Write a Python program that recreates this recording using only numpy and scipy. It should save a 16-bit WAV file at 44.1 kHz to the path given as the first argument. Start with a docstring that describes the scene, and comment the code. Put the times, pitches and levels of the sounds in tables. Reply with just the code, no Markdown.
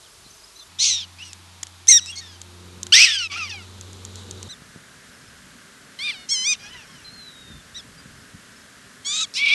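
"""A grassland prairie dog colony, heard from three spots in turn; the middle one is close to the animals.
Each yip is a high gliding voice from the vocal folds that breaks into a rasp, shaped by throat and mouth.
Soft squeaks fall between the yips, small birds chirp far off and insects tick in the grass.
A far engine drones and grass rustles at the close spot; at the other two, light wind bumps the microphone."""
import sys
import numpy as np
from scipy import signal
from scipy.fft import rfft, irfft, next_fast_len
from scipy.io import wavfile
from scipy.ndimage import uniform_filter1d, minimum_filter1d

SR = 44100
rng = np.random.default_rng(int(sys.argv[2]) if len(sys.argv) > 2 else 0)


def wav_record(signal):
    """Record a signal, one row per channel, as 16-bit PCM in the file named by sys.argv[1]."""
    frames = np.transpose(np.atleast_2d(signal))
    bounded = np.clip(frames, -1, 1)
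    # unit amplitude maps onto the largest positive 16-bit level
    quanta = np.round(bounded * 32767).astype(np.int16)
    wavfile.write(sys.argv[1], SR, quanta)


N = 420713
CLOSE_START_S, CLOSE_END_S = .68, 4.487   # time spent at the close spot
CUTOFF_HZ = 11900   # top of the treble
# throat shapes for the soft squeaks: (frequency [Hz], gain [dB])
SQUEAK_THROAT = [(600, -35), (1800, -5), (3000, 0.5), (3800, -1), (5800, -6.5), (8500, -18), (12000, -39)]
WHINE_THROAT = [(600, -22), (1800, -11.5), (3000, -4), (3800, -1.5), (5800, 3.5), (8500, -18), (12000, -47)]
PEEP_THROAT = [(600, -30), (1800, -15), (3000, 1), (3800, 4), (5800, -6.5), (8500, -16), (12000, -63)]
SOFT_THROAT = [(600, -6), (1800, 2), (3000, 9.5), (3800, -9), (5800, -10), (8500, -42), (12000, -39)]


def prairie_dogs():
    """Nine calls, each with its own tune and rasp; the two "oo" calls share a throat shape."""
    # the path of each call: (time [s], pitch [Hz], level [dB])
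    raspy_yip = [(0.786, 1687, -32), (0.802, 2032, -19), (0.832, 2262, -16), (0.898, 2115, -18),
                 (0.93, 1940, -20), (1.004, 1784, -30), (1.04, 1518, -35.5), (1.054, 1410, -45.5)]
    sharp_yip = [(1.878, 1763, -22), (1.888, 2076, -6), (1.904, 2150, -8.5), (1.922, 2010, -6),
                 (1.93, 1896, -9.5), (1.976, 1879, -10.5), (1.984, 1770, -19.5), (2.0, 1280, -31.5)]
    close_whee = [(2.922, 1339, -8), (2.944, 1791, -7.5), (2.982, 2063, -10), (3.004, 2399, -8.5),
                  (3.03, 2624, -8.5), (3.05, 2542, -9.5), (3.06, 2046, -16.5), (3.09, 1810, -19.5),
                  (3.132, 1719, -21.5), (3.252, 1307, -26.5), (3.275, 1263, -33)]
    close_oo = [(3.298, 1179, -41), (3.32, 1124, -30), (3.356, 1178, -30), (3.376, 1422, -29.5),
                (3.432, 1236, -27), (3.47, 1120, -36), (3.49, 995.2, -37)]
    low_oo = [(3.492, 972, -34), (3.518, 869, -32), (3.624, 670, -46.5), (3.66, 590, -57)]
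    arched_yip = [(5.988, 1003, -33), (6.046, 1225, -26.5), (6.102, 1179, -23.5), (6.122, 929.6, -37),
                  (6.148, 783, -38), (6.168, 740, -42), (6.26, 722.5, -50)]
    clear_whee = [(6.287, 1055, -34), (6.297, 1030, -25), (6.325, 1120, -18), (6.367, 1016, -24.5),
                  (6.439, 1024, -26), (6.473, 1194, -19.5), (6.505, 1244, -18.5), (6.531, 1214, -19),
                  (6.549, 924, -37.5), (6.555, 915, -33)]
    rising_yip = [(9.047, 1065, -37), (9.067, 1116, -25.5), (9.175, 1276, -23.5), (9.231, 1296, -21.5),
                  (9.247, 1120, -27.5), (9.255, 1080, -37)]
    last_whee = [(9.338, 779, -34), (9.37, 989.9, -21.5), (9.402, 1112, -23.5), (9.438, 1160, -17),
                 (9.458, 1113, -18), (9.476, 1150, -15.5), (9.494, 1089, -18.5), (9.54, 1177, -12.5)]
    # how throat and mouth boost or weaken each frequency: (frequency [Hz], gain [dB])
    raspy_throat = [(600, -36), (1200, -29), (1800, -33), (2400, -8), (3000, -3.5), (3800, 1), (4700, -6),
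                    (5800, 0), (7000, -9), (8500, -21), (10000, -25), (12000, -59)]
    sharp_throat = [(600, -63.5), (1200, -39), (1800, -36), (2400, -19), (3000, -25.5), (3800, -19.5),
                    (4700, -23.5), (5800, 4), (7000, -10.5), (8500, -9), (10000, -29), (12000, -24)]
    whee_throat = [(600, -105), (1200, -11), (1800, -7.5), (2400, 4.5), (3000, 9), (3800, -2.5), (4700, 1),
                   (5800, 2.5), (7000, -17), (8500, -10.5), (10000, -35), (12000, -25)]
    oo_throat = [(600, -17), (800, -3), (1000, -20), (1250, 0.5), (1800, -5.5), (2500, 8), (3000, 5),
                 (3800, -8.5), (4700, -2), (5800, -4), (7000, -18), (12000, -33)]
    arched_throat = [(600, -12.5), (1200, -24.5), (1800, -8.5), (2400, -1), (3000, -0.5), (3800, 0),
                     (4700, -2), (5800, -9), (7000, -20), (8500, -11.5), (10000, -22), (12000, -29)]
    clear_throat = [(600, -32), (1200, -24), (1800, -23), (2400, 3.5), (3000, 3), (3800, -2), (4700, -2.5),
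                    (5800, 7), (7000, -8), (8500, -12), (10000, -29), (12000, -39)]
    rising_throat = [(600, -59), (1200, -23.5), (1800, -19), (2400, -17), (3000, -10.5), (3800, -1),
                     (4700, -8), (5800, -6), (7000, 0), (8500, -12), (10000, -26), (12000, -46)]
    last_throat = [(600, -44), (1200, -31.5), (1850, -34), (2300, 0), (2700, -5.5), (3100, -12),
                   (3700, -8.5), (4500, -17.5), (5400, -19.5), (7000, -37), (8500, -36.5), (12000, -53)]
    raspy = call_shape(raspy_yip, calm=0.54, rasp=0.93, rasp_at_s=0.065, build_s=.03, clear_s=0.035,
                       mouth_db=3, onset_db=7, closing_s=.08, opening=1.05)
    sharp = call_shape(sharp_yip, calm=0.35, rasp=0.67, rasp_at_s=0.04, build_s=.025, clear_s=0.033,
                       mouth_db=-16.5, onset_db=15.5, closing_s=0.05, opening=1.0)
    whee = call_shape(close_whee, calm=.1, rasp=0.9, rasp_at_s=0.065, build_s=0.049, clear_s=0.28,
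                      mouth_db=7, onset_db=-10.5, closing_s=0.015, opening=0.57, attack_db=6)
    oo = call_shape(close_oo, calm=.6, rasp=1.0, rasp_at_s=0.049, build_s=0.036, clear_s=0.046,
                    mouth_db=1)
    low = call_shape(low_oo, calm=0.28, rasp=0.61, rasp_at_s=0.027, build_s=.06, clear_s=0.045,
                     mouth_db=-0.5, onset_db=11, closing_s=0.033)
    arched = call_shape(arched_yip, calm=.3, rasp=.72, rasp_at_s=.105, build_s=.045, clear_s=.04,
                        mouth_db=-7.5, onset_db=5, closing_s=0.014, opening=-0.18)
    clear = call_shape(clear_whee, calm=.09, rasp=0.74, rasp_at_s=0.26, build_s=0.032, clear_s=.04,
                       mouth_db=3, onset_db=18.5, closing_s=0.054, opening=0.9, catch=0.75)
    rising = call_shape(rising_yip, calm=0.24, rasp=0.77, rasp_at_s=0.15, build_s=0.085, clear_s=0.041,
                        mouth_db=-9, onset_db=12, closing_s=0.097, opening=1.0)
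    last = call_shape(last_whee, calm=0.45, rasp=0.93, rasp_at_s=0.1, build_s=0.038, clear_s=0.15,
                      mouth_db=0, onset_db=47, closing_s=.035)
    return (voice(raspy, raspy_throat, hiss=1.55, fray_hz=3900)
            + voice(sharp, sharp_throat, hiss=0.56, fray_hz=5500)
            + voice(whee, whee_throat, growl=0.087, hiss=0.83, fray_hz=3500)
            + voice(oo, oo_throat, growl=0.1, hiss=.48, fray_hz=3080)
            + voice(low, oo_throat, growl=.1, hiss=.45, fray_hz=3200, flutter_db=3.5)
            + voice(arched, arched_throat, hiss=0.35, fray_hz=3600)
            + voice(clear, clear_throat, hiss=.6, jitter=0.0025, fray_hz=5200)
            + voice(rising, rising_throat, growl=.072, hiss=0.94, fray_hz=3900)
            + voice(last, last_throat, growl=.42, hiss=1.0, fray_hz=4200, upper_hz=4880))


def call_shape(curve, calm, rasp, rasp_at_s, build_s, clear_s, mouth_db, onset_db=0, closing_s=0.043,
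               opening=0, catch=0, catch_s=0.02, attack_db=0, attack_s=0.003):
    """Curves that steer one call: it turns raspy and clears, while the mouth changes its brightness."""
    t = np.arange(int(curve[0][0] * SR), min(int(curve[-1][0] * SR), N)) / SR
    age = t - t[0]
    pitch, level_db = in_time(curve, t)
    rough = calm + (rasp - calm) * hump(age, rasp_at_s, build_s, clear_s)
    rough += catch * np.exp(-age / catch_s)   # the folds settle after a rough start
    bright_db = mouth_db + onset_db * np.exp(-age / closing_s)
    bright_db += opening * (level_db - level_db.max())   # the mouth follows the effort
    return t, pitch, level_db - attack_db * np.exp(-age / attack_s), rough, bright_db


def voice(shape, throat, hiss, fray_hz, growl=0.018, jitter=0.0044, upper_hz=4500, flutter_db=0):
    """Vocal folds make harmonics (multiples of the pitch); roughness frays them, high ones first."""
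    t, pitch, level_db, rough, bright_db = shape
    size = len(t)
    rough = np.clip(rough, 0, 1)
    pitch = uniform_filter1d(pitch, size=300) * (1 + (jitter + .012 * rough) * drift(219, size))
    phase = 2 * np.pi * np.cumsum(pitch) / SR
    folds = np.zeros(size)
    for k in range(1, 17):
        frayed = np.tanh((rough * k * pitch / fray_hz) ** 1.5)
        # uneven cycles smear each harmonic into a band of noise
        uneven = .6 * (drift(900, size) + 1j * drift(900, size))
        wobble = from_db((5 * rough + flutter_db) * drift(45, size))
        pure = np.exp(1j * (k * phase + rng.uniform(0, 2 * np.pi)))
        harmonic = (np.sqrt(1 - frayed ** 2) + frayed * uneven) * pure
        # strong and weak cycles take turns, adding tones between the harmonics
        between = growl * np.sin((k - .5) * phase) * (1 + drift(59, size) / 2)
        folds += (harmonic.real * wobble + between) * (k * pitch < CUTOFF_HZ)
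    folds *= 2 * np.sqrt(pitch / SR)   # the same power per Hz as white noise
    breath = hiss * rough ** 2 * rng.standard_normal(size) * (1 + np.cos(phase) / 2)
    sound = coloured(folds + breath, throat)
    # the mouth opening sets how much treble gets out
    lower = signal.sosfiltfilt(signal.butter(4, upper_hz, fs=SR, output="sos"), sound)
    sound = lower + from_db(bright_db) * (sound - lower)
    sound /= np.sqrt(uniform_filter1d(sound ** 2, size=600) + 1e-18)   # even out the loudness
    out = np.zeros(N)
    add(out, t[0], sound * from_db(level_db) * gate(t, t[0], t[-1], 0.0015))
    return out


def squeaks(swell_db=9, bend=1.2):
    """Soft prairie dog notes, each swelling and fading as it glides through three pitches."""
    # squeaks: (time [s], rise [s], fall [s], start pitch [Hz], pitch at peak [Hz], end pitch [Hz],
    # level [dB], roughness [0-1], brightness [dB], throat shape)
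    notes = [(1.185, .048, .012, 2410, 2950, 2850, -35.5, 0.67, -1, SQUEAK_THROAT),
             (1.239, 0.017, .07, 2910, 2920, 2540, -41.5, 0.7, 10, SQUEAK_THROAT),
             (1.995, 0.029, 0.07, 1953, 1934, 1900, -36.5, 0.4, 7, PEEP_THROAT),
             (2.059, 0.046, 0.015, 2500, 2810, 2800, -32, 0.53, 12, SQUEAK_THROAT),
             (2.117, 0.011, 0.027, 3370, 3340, 3240, -36, 0.5, -8, SQUEAK_THROAT),
             (2.154, 0.0336, 0.02, 2064, 2220, 2150, -30.5, 0.55, 4, WHINE_THROAT),
             (2.204, 0.009, 0.16, 1910, 1860, 1510, -42.5, 0.65, -9, WHINE_THROAT),
             (4.488, 0.023, 0.033, 1796, 2040, 1700, -35.5, .2, 6, PEEP_THROAT),
             (6.59, 0.073, 0.041, 797, 824, 890, -40, 0.7, 15, SOFT_THROAT),
             (6.69, 0.051, .11, 967, 1006, 780, -41, 0.7, 9, SOFT_THROAT),
             (6.85, 0.073, 0.18, 1110, 1076, 694, -49.5, 0.65, 16, SOFT_THROAT),
             (7.745, .024, 0.04, 1775, 1982, 1630, -33.5, 0.34, -1.5, PEEP_THROAT)]
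    out = np.zeros(N)
    for s, rise_s, fall_s, start_hz, peak_hz, end_hz, db, rough, bright_db, throat in notes:
        age = np.arange(int((rise_s + fall_s) * SR)) / SR
        sag = np.interp(age, [0, rise_s, rise_s + fall_s], [1, 0, 1]) ** bend
        pitch = peak_hz + sag * (np.where(age < rise_s, start_hz, end_hz) - peak_hz)
        shape = s + age, pitch, db - swell_db * sag, rough, bright_db
        out += voice(shape, throat, hiss=0.91, fray_hz=4000, flutter_db=2)
    return out


def field_echo(x, echo_db=-32, fade_s=0.75):
    """Mounds and plants scatter a little of the sound back."""
    t = np.arange(int(.6 * SR)) / SR
    echoes = rng.standard_normal(len(t)) * from_db(-60 * t / fade_s) * (t > .012)
    return from_db(echo_db) * signal.fftconvolve(x, echoes / np.linalg.norm(echoes))[:N]


def birds(pip_s=0.017):
    """Far birds whistle single chirps, and short pips in threes."""
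    # chirps: (time [s], length [s], start pitch [Hz], middle pitch [Hz], end pitch [Hz], level [dB])
    chirps = [(0.023, 0.056, 4400, 3500, 2850, -51), (0.24, 0.053, 4640, 4060, 4770, -51),
              (0.555, 0.074, 3740, 4130, 3700, -50), (0.589, 0.052, 4000, 3570, 3600, -46.5),
              (7.043, 0.085, 4140, 4120, 4200, -42), (7.126, 0.22, 4300, 4030, 3900, -44.5),
              (7.277, 0.34, 3780, 3730, 3510, -49.5), (7.975, 0.038, 4900, 4800, 4880, -48)]
    # groups of pips: (time [s], spacing [s], pitch [Hz], level [dB])
    pips = [(.3, .034, 6100, -52), (.395, 0.039, 5030, -53), (.555, 0.032, 6070, -50.5),
            (5.14, .068, 5200, -54), (8.125, 0.047, 5200, -59), (8.515, 0.047, 5200, -55)]
    out = np.zeros(N)
    for s, length, start_hz, middle_hz, end_hz, db in chirps:
        add(out, s, from_db(db) * whistle(length, start_hz, middle_hz, end_hz))
    for s, spacing, hz, db in pips:
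        for k in range(3):
            add(out, s + k * spacing, from_db(db) * whistle(pip_s, hz * 1.02, hz, hz * 1.03))
    return out


def whistle(length, start_hz, middle_hz, end_hz, waver=.01, flutter_db=3.5):
    """A nearly pure note bends through three pitches and flutters on its way through the air."""
    size = int(length * SR)
    progress = np.linspace(0, 1, size)
    bend = np.polyfit([0, .5, 1], [start_hz, middle_hz, end_hz], 2)
    hz = np.polyval(bend, progress) * (1 + waver * drift(160, size))
    swell = np.sqrt(2 * np.abs(np.sin(np.pi * progress)))
    flutter = from_db(flutter_db * drift(35.2, size))
    return np.sin(2 * np.pi * np.cumsum(hz) / SR) * swell * flutter


def insect_ticks(boost_db=17, crackle=0.13, crackle_s=0.0023):
    """Each dry tick is a snap and a short crackle that ring briefly, with a lower knock."""
    # ticks: (time [s], relative level [dB], gain of its knock [dB])
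    ticks = [(1.3318, -18, -19), (1.6307, -11.5, -15), (1.633, -12.5, -10), (1.6693, -23, -15),
             (1.872, -12, -27), (2.06, -21, -14), (2.4163, -16.5, -18), (2.8314, -11, -32),
             (2.8676, -16, -11.5), (3.254, -32, -30), (3.811, -20, -28), (3.931, -24, -21),
             (4.0507, -18, -31), (4.157, -21, -24), (4.3105, -15.5, -32), (4.4291, -16, -23)]
    # bands in which a tick rings: (frequency [Hz], width [Hz], gain [dB])
    bands = [(3300, 800, -8.5), (5600, 1400, -4), (6740, 1150, 0.5), (8420, 4400, -13.5)]
    out, t = np.zeros(N), np.arange(900) / SR
    for s, db, knock_db in ticks:
        snap = (t == 0) + crackle * rng.standard_normal(len(t)) * np.exp(-t / crackle_s)
        ring = sum((-1) ** k * from_db(band_db) * resonance(snap, hz, width)
                   for k, (hz, width, band_db) in enumerate(bands))
        knock = from_db(knock_db) * resonance(snap, hz=1500, width_hz=1700)
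        add(out, s, from_db(db + boost_db) * (ring + knock))
    return out


def engine(t, trim_db=-2, flutter=0.44):
    """A far engine fires in a deep hum over a rumble; its overtones flutter in the moving air."""
    # loudness of its parts: (time [s], hum [dB], rumble before trim [dB], overtones before trim [dB])
    levels = [(0.68, -57, -64, -70), (0.94, -50.5, -64, -81), (1.77, -52, -64.5, -76),
              (2.8, -46, -48.5, -52.5), (3.25, -46, -53, -59), (4.48, -41.5, -43, -58.5)]
    # engine speed: (time [s], firing rate [Hz])
    firing = [(.68, 89.3), (2.4, 88.4), (3.6, 91.2), (4.48, 93)]
    # overtones: (multiple of the firing rate, gain [dB])
    multiples = [(2, 1), (3, -8.5), (4, 0.5), (5, -18.5)]
    # tone of the rumble: (frequency [Hz], gain [dB])
    rumble_colour = [(65, -15.5), (110, -5), (124, -18.5), (211, -5), (264, -13.5), (456, -11.5),
                     (739, -26.5), (1310, -21), (1600, -26.5), (2080, -57.5), (3520, -120)]
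    hum_db, rumble_db, overtone_db = in_time(levels, t)
    phase = 2 * np.pi * np.cumsum(in_time(firing, t)[0]) / SR
    overtones = sum(from_db(db) * np.sin(k * phase) * (1 + flutter * drift(3.9, N))
                    for k, db in multiples)
    hum = from_db(hum_db) * np.sin(phase) + from_db(overtone_db + trim_db) * overtones
    return np.sqrt(2) * hum + from_db(rumble_db + trim_db) * noise(rumble_colour)


def wind(t, breeze_db=-63, lumpy_db=3):
    """Gusts swirl around the microphone; a light breeze joins them at the last spot."""
    # gusts: (time of peak [s], length [s], level [dB])
    gusts = [(.27, 0.13, -59), (4.6, 0.18, -60.5), (5.3, .22, -60), (6.905, 0.85, -62), (7.53, .15, -45),
             (8.03, 0.5, -54), (8.348, .06, -51)]
    # tone of wind on the microphone: (frequency [Hz], gain [dB])
    colour = [(15, -36), (30, -9), (60, 1.5), (130, 0.5), (230, -5.5), (350, -16.5), (600, -44),
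              (1200, -93)]
    strength = from_db(breeze_db) * (t > CLOSE_END_S)
    for s, length, db in gusts:
        strength += from_db(db) * hump(t, s, length / 2, length / 2)
    return strength * from_db(lumpy_db * drift(27, N)) * noise(colour)


def wind_puffs(boost_db=38, thump_hz=130, width_hz=130):
    """Single swirls of air thump on the microphone."""
    # puffs: (time [s], relative level [dB])
    puffs = [(0.264, -40), (4.62, -34), (4.76, -29.5), (4.772, -36), (7.502, -35), (8.058, -35)]
    kicks = np.zeros(N)
    for s, db in puffs:
        add(kicks, s, from_db([db + boost_db]))
    return resonance(resonance(kicks, thump_hz, width_hz), thump_hz, 2 * width_hz)


def grass_rustle(t, final_db=-49.5, growth_db_per_s=5.5, brush_db=6):
    """Grass stirs more and more at the close spot, with one louder brush."""
    # tone of the rustle: (frequency [Hz], gain [dB])
    colour = [(2000, -21), (3200, -2), (3900, 4), (5000, -11), (7000, -4), (9000, -15), (12000, -41)]
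    db = final_db + growth_db_per_s * np.minimum(t - CLOSE_END_S, 0)
    db += brush_db * hump(t, top_s=4.19, rise_s=.035, fall_s=.035)
    return from_db(db) * noise(colour)


def background(t, wide_db=-49.5, close_db=-49.5, meadow_db=-48, dip_db=-8):
    """Air and grass hiss at each spot, with engine and rustle at the close one; the level dips once."""
    # tone of the air and grass at the three spots: (frequency [Hz], gain [dB])
    wide_air = [(24, -31), (40, 3), (86, 1.5), (274, -10), (401, 0), (533, -11), (644, -1.5), (726, -8),
                (1140, -2.5), (2110, -7.5), (5090, -4), (11700, -11), (15200, -42), (22000, -120)]
    close_air = [(76, -36.5), (130, -6.5), (189, -0.5), (247, -11), (287, -7.5), (366, -8.5), (410, -19.5),
                 (956, -6.5), (1960, -11), (2320, -10.5), (3010, -11), (3710, -8.5), (11700, -19),
                 (15200, -51), (22000, -120)]
    meadow_air = [(24, -39), (40, -22), (141, -2.5), (261, 0.5), (339, -12), (391, -5), (485, -10),
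                  (586, -8.5), (837, -14), (1590, -2.5), (2440, -11.5), (3170, -11), (4110, -12),
                  (7620, -14.5), (11700, -20), (15200, -57), (22000, -120)]
    wide = from_db(wide_db) * noise(wide_air)
    close = from_db(close_db) * noise(close_air) + engine(t) + grass_rustle(t)
    meadow = from_db(meadow_db) * noise(meadow_air)
    is_close = gate(t, CLOSE_START_S, CLOSE_END_S, 0.005)
    dip = from_db(dip_db * hump(t, top_s=3.065, rise_s=.06, fall_s=0.27))
    return dip * (is_close * close + (1 - is_close) * np.where(t < 2, wide, meadow))


def from_db(db):
    """Turn decibels into a gain."""
    return 10 ** (np.asarray(db) / 20)


def in_time(rows, t):
    """Read a table's columns at the times t, joining its rows with straight lines."""
    s, *columns = np.transpose(rows)
    return [np.interp(t, s, column) for column in columns]


def coloured(x, colour):
    """Filter x by a table of (frequency [Hz], gain [dB])."""
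    size = next_fast_len(len(x) + 512)
    hz, db = np.transpose(colour)
    bins = np.maximum(np.fft.rfftfreq(size, 1 / SR), 1)
    gain = from_db(np.interp(np.log(bins), np.log(hz), db))
    return irfft(rfft(x, size) * gain, size)[:len(x)]


def noise(colour):
    """Filtered noise with an average power of 1."""
    x = coloured(rng.standard_normal(N), colour)
    return x / np.sqrt(np.mean(x ** 2) + 1e-20)


def drift(rate_hz, size):
    """A smooth random wander around zero."""
    steps = np.arange(size) * rate_hz * 2 / SR
    return np.interp(steps, np.arange(size), rng.standard_normal(size))


def gate(t, start, end, edge_s):
    """One between start and end, with short fades."""
    return np.clip(np.minimum(t - start, end - t) / edge_s, 0, 1)


def hump(t, top_s, rise_s, fall_s):
    """A smooth swell to one and back."""
    return np.exp(-((t - top_s) / np.where(t < top_s, rise_s, fall_s)) ** 2)


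def resonance(x, hz, width_hz):
    """Make x ring around one frequency; a narrower band rings longer."""
    r = np.exp(-np.pi * width_hz / SR)
    feedback = [1, -2 * r * np.cos(2 * np.pi * hz / SR), r * r]
    return signal.lfilter(np.array([1, 0, -1]) * (1 - r * r) / 2, feedback, x + 1e-18)


def add(out, s, x):
    """Mix x into out at time s."""
    i = max(int(s * SR), 0)
    out[i:i + len(x)] += x[:max(len(out) - i, 0)]


def scene():
    """Calls and small sounds over the background, the same in both channels."""
    t = np.arange(N) / SR
    calls = squeaks() + prairie_dogs()
    mono = calls + field_echo(calls) + birds() + insect_ticks() + background(t) + wind(t) + wind_puffs()
    return np.array([mono, mono])


def record(dry):
    """A fast limiter turns down the loudest peaks, what gets past it clips, and the top treble is cut."""
    allowed = np.minimum(1, 1.15 / (np.abs(dry).max(axis=0) + 1e-9))
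    gain = uniform_filter1d(minimum_filter1d(allowed, size=120), size=120)
    clipped = np.clip(dry * gain, -1, 1)
    return signal.sosfilt(signal.ellip(12, .1, 85, CUTOFF_HZ, fs=SR, output="sos"), clipped)


dry = scene()
out = record(dry)
wav_record(out)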